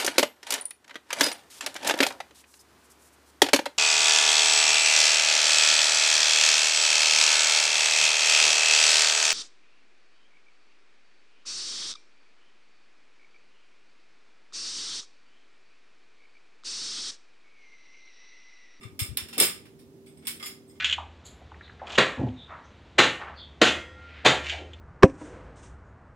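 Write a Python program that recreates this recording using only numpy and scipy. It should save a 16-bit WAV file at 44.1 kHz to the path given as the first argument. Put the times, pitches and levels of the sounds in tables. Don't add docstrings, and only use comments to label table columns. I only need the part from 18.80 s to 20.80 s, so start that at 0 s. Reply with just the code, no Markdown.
import sys
import numpy as np
from scipy import signal
from scipy.fft import rfft, irfft, next_fast_len
from scipy.io import wavfile

SR = 44100
rng = np.random.default_rng(int(sys.argv[2]) if len(sys.argv) > 2 else 0)


def wav_out(sig):
    wavfile.write(sys.argv[1], SR, np.round(np.clip(np.atleast_2d(sig).T, -1, 1) * 32767).astype(np.int16))


N = 88200
T = np.arange(N) / SR
LEFT_LAG_S = .0001


def clinks():
    # start in seconds, section, level in dB, treble tilt in dB per octave,
    # high-mode gain in dB, low-mode gain in dB.
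    strikes = [(.010, "first", -63, -7, 17.5, 13.5), (.031, "first", -52, -6, 6, 10),
               (.192, "first", -29.5, -0.5, -12, -6), (.199, "first", -33.5, 0.5, 7, 10),
               (0.3709, "second", -32, -2.5, -1, -0.5), (0.485, "second", -46.5, -4, -2, -12),
               (.580, "first", -26.5, -1.1, 3.5, 6), (.600, "first", -20, -0.6, 5, 4.5),
               (0.613, "first", -26.5, -2, 10.5, -14), (.622, "first", -21.5, 3, -13, -1.5),
               (0.63, "first", -25, -2, -2, -8.5), (0.854, "second", -56, -6, -9, -20),
               (1.372, "third", -66.5, -4.5, 18, 9), (1.424, "third", -61, -8, 5.5, 5),
               (1.451, "third", -52, -5, 11, 9), (1.470, "third", -28, 0, -2.5, -3.5),
               (1.598, "fourth", -48, -4.5, 3, 9), (1.627, "fourth", -40.5, -3.5, 10.5, 6),
               (1.659, "fourth", -36.5, -0.5, 3, 1), (1.896, "fourth", -67, -1, 13, 11.5),
               (1.953, "fourth", -69.5, -7, 13.5, 11.5)]
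    impulse = from_db(9)
    out = np.zeros((2, N))
    for start_s, section, db, tilt_db_oct, high_db, low_db in strikes:
        force = echo()
        force[0, round(LEFT_LAG_S * SR)] += impulse
        force[1, 0] += impulse
        add(out, from_db(db) * tube(force, section, tilt_db_oct, high_db, low_db), start_s)
    return out


def tube(force, section, tilt_db_oct, high_db, low_db):
    # frequency in Hz, contact level in dB.
    contact_spectrum = [(700, -14), (1400, -5.5), (2200, 1), (3500, 3), (4350, -0.5), (5400, 3.5),
                        (5900, -5), (6500, -11.5), (7100, 4), (7700, -5.5), (8300, 3), (9500, 4.5),
                        (15500, -0.5)]
    section_modes = {"first": [(1220, 3), (2150, -1.5), (2300, -1), (2720, -4.5), (3520, 0.5), (5160, 5.5),
                     (7030, 3), (8170, 7), (8320, 9)], "second": [(2750, 1.5), (3560, 6.5), (5260, 3),
                     (5410, 6.5), (7170, 1.5), (8470, 9)], "third": [(2220, 0), (3420, 0), (5150, -4),
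                     (8190, 13)], "fourth": [(1215, 1), (2110, 4), (3340, 0), (5080, 6), (7070, 3.5),
                     (8170, 4)]}
    t60_s, high_above_hz, detune_spread, gain_spread_db = .045, 4000, .006, 1.5
    radius = np.exp(-np.log(1000) / (t60_s * SR))
    clack = colour(force, contact_spectrum, tilt_db_oct)
    out = clack.copy()
    for hz, db in section_modes[section]:
        ring_db = high_db if hz > high_above_hz else low_db
        for detune, strength in rng.standard_normal((2, 2)):
            angle = 2 * np.pi * hz * (1 + detune_spread * detune) / SR
            feedback = [1, -2 * radius * np.cos(angle), radius ** 2]
            mode = signal.lfilter([1, 0, -1], feedback, clack) * (1 - radius ** 2) / 2
            out += from_db(db + ring_db + gain_spread_db * strength) * mode / np.sqrt(2)
    return out


def snaps():
    # start in seconds, level in dB.
    events = [(.3727, -8), (.5805, -13), (.6008, -2)]
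    # frequency in Hz, level in dB.
    spectrum = [(500, -30.5), (3500, 4.5), (7000, -16), (10500, 8), (15500, 4.5)]
    decay_s, left_db, echo_db, echo_fade_s = .0007, -6, -17, .015
    out, t = np.zeros((2, N)), T[:SR // 100]
    for start_s, db in events:
        burst = colour(rng.choice([-1, 1], len(t)) * np.exp(-t / decay_s), spectrum)
        add(out, from_db(db) * burst * [[0], [1]], start_s)
        add(out, from_db(db + left_db) * burst * [[1], [0]], start_s + LEFT_LAG_S)
        reflections = signal.fftconvolve(echo(), burst[None] / np.linalg.norm(burst), axes=1)
        fade = np.exp(-T[:reflections.shape[1]] / echo_fade_s)
        add(out, from_db(db + echo_db) * reflections * fade, start_s)
    return out


def slides():
    # start in seconds, section, length in seconds, level in dB,
    # treble tilt in dB per octave, mode gain in dB.
    events = [(0.526, "second", 0.0095, -40.5, -5.5, 2), (0.985, "second", 0.02, -59.5, -2, -3.5),
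              (1.259, "third", 0.015, -57.5, -3, 7), (1.877, "third", 0.034, -64.5, 4.5, 8.5)]
    catches_per_s, spread_db = 790, 6.5
    out = np.zeros((2, N))
    for start_s, section, length_s, db, tilt_db_oct, ring_db in events:
        caught = rng.random(N) < catches_per_s / SR
        strength = from_db(spread_db * rng.standard_normal(N)) * rng.choice([-1, 1], N)
        catches = (caught * strength)[:int(length_s * SR)]
        catches /= np.linalg.norm(catches) + 1e-9
        force = signal.fftconvolve(echo(), catches[None], axes=1)
        add(out, from_db(db) * tube(force, section, tilt_db_oct, ring_db, ring_db), start_s)
    return out


def knocks():
    # start in seconds, level in dB, pitch in Hz.
    landings = [(.571, -40, 510), (.583, -35, 290), (.609, -27, 420), (.631, -36, 350)]
    # frequency in Hz, level in dB.
    gravel_spectrum = [(60, -32), (150, -5), (300, 0), (430, 2), (600, -3), (850, -10), (2000, -42)]
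    gravel_t60_s, side_db, thump_db = .2, -11, 15
    out = np.zeros((2, N))
    for start_s, db, hz in landings:
        mid, side = rng.standard_normal((2, N)) * from_db(-60 * T / gravel_t60_s)
        gravel = colour(mid + from_db(side_db) * side * [[1], [-1]], gravel_spectrum)
        add(out, from_db(db) * (gravel + from_db(thump_db) * thump(hz, t60_s=.04)), start_s)
    return out


def bumps():
    # start in seconds, level in dB, pitch in Hz, T60 in seconds.
    events = [(0.049, -25.5, 111.6, 0.097), (0.118, -40.5, 91.5, 0.2), (.215, -11.5, 101.6, 0.064),
              (0.286, -25, 70, 0.17), (.313, -20, 118, 0.067), (0.42, -30, 82, 0.1)]
    right_db = -20.5
    out = np.zeros((2, N))
    for start_s, db, hz, t60_s in events:
        add(out, thump(hz, t60_s) * from_db([[db], [db + right_db]]), start_s)
    return out


def thump(hz, t60_s, rise_s=.0046):
    attack = 1 - np.exp(-T / rise_s)
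    return -np.sin(2 * np.pi * hz * T) * attack * from_db(-60 * T / t60_s)


def echo():
    # band centre in Hz, T60 in seconds.
    band_decays = [(300, 0.89), (800, 0.39), (2000, 0.34), (5500, .3), (14000, 0.24)]
    early_db, early_decay_s, early_per_s, early_correlation = -2.5, .029, 3000, .41
    tail_db, left_db = .5, -1.66
    t = T[:N // 3]
    hz = np.arange(len(t) // 2 + 1) * SR / len(t)
    white = rfft(rng.standard_normal((2, len(t))))
    centres_hz, t60s_s = np.transpose(band_decays)
    tail = np.zeros((2, len(t)))
    for weights, t60_s in zip(np.eye(len(centres_hz)), t60s_s):
        band = irfft(white * at_hz(np.c_[centres_hz, weights], hz))
        tail += band * from_db(-60 * t / t60_s)
    early = rms_one(rng.standard_normal((2, len(t))) * (rng.random(len(t)) < early_per_s / SR))
    lagged_right = np.roll(early[1], round(LEFT_LAG_S * SR))
    early[0] = np.sqrt(1 - early_correlation ** 2) * early[0] + early_correlation * lagged_right
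    early *= np.exp(-t / early_decay_s)
    return (from_db(tail_db) * tail + from_db(early_db) * early) * from_db([[left_db], [0]])


def engine():
    # order, RMS level in dB.
    orders = [(4, -66.5), (6, -62.5), (7, -64.5), (8, -69.5), (10, -60)]
    turns_per_s, speed_spread, level_spread = 38.7, .003, .4
    turns = np.cumsum(turns_per_s * (1 + speed_spread * drift(knots_per_s=9.2))) / SR
    hum = np.zeros(N)
    for order, db in orders:
        amplitude = np.sqrt(2) * from_db(db) * (1 + level_spread * drift(knots_per_s=9))
        hum += amplitude * np.sin(2 * np.pi * (order * turns + rng.random()))
    return hum


def outdoor_air():
    # frequency in Hz, level in dB.
    spectrum = [(30, -27), (50, -11), (80, -0.5), (190, 0), (280, 0.5), (420, -2), (530, -10.5), (800, -18),
                (1500, -27), (9000, -33), (15500, -35.5)]
    # frequency in Hz, side minus mid in dB.
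    width = [(60, 5), (150, -16), (300, -10), (600, -12), (1200, 0), (10000, 0)]
    left_db, right_db = -58, -54
    mid, side = colour(rng.standard_normal((2, N)), spectrum)
    hz = np.arange(N // 2 + 1) * SR / N
    side = irfft(rfft(side) * from_db(at_hz(width, hz)))
    return from_db([[left_db], [right_db]]) * (mid + side * [[1], [-1]])


def colour(x, spectrum, tilt_db_oct=0):
    n = x.shape[-1]
    size = 2 * next_fast_len(n // 2 + 2048)
    hz = np.arange(size // 2 + 1) * SR / size
    gain = rms_one(from_db(at_hz(spectrum, hz) + tilt_db_oct * np.log2(np.maximum(hz, 1000))))
    cepstrum = irfft(np.log(gain))
    cepstrum[1:size // 2] *= 2
    cepstrum[size // 2 + 1:] = 0
    return irfft(rfft(x, size) * np.exp(rfft(cepstrum)))[..., :n]


def drift(knots_per_s):
    knots = rng.standard_normal(200)
    return np.interp(T * knots_per_s, np.arange(len(knots)), knots)


def from_db(db):
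    return 10 ** (np.asarray(db) / 20)


def rms_one(x):
    return x / np.sqrt(np.mean(x ** 2) + 1e-20)


def at_hz(points, hz):
    points_hz, values = np.transpose(points)
    return np.interp(np.log(np.maximum(hz, 1)), np.log(points_hz), values)


def add(out, x, start_s):
    i = max(int(start_s * SR), 0)
    out[:, i:i + x.shape[1]] += x[:, :N - i]


def scene():
    return clinks() + snaps() + slides() + knocks() + bumps() + engine() + outdoor_air()


def record(dry):
    low_cut_hz, high_cut_hz = 45, 15900
    highpass = signal.butter(2, low_cut_hz, "high", fs=SR, output="sos")
    lowpass = signal.ellip(12, .1, 70, high_cut_hz, fs=SR, output="sos")
    return np.clip(signal.sosfilt(lowpass, signal.sosfilt(highpass, dry)), -1, 1)


dry = scene()
out = record(dry)
wav_out(out)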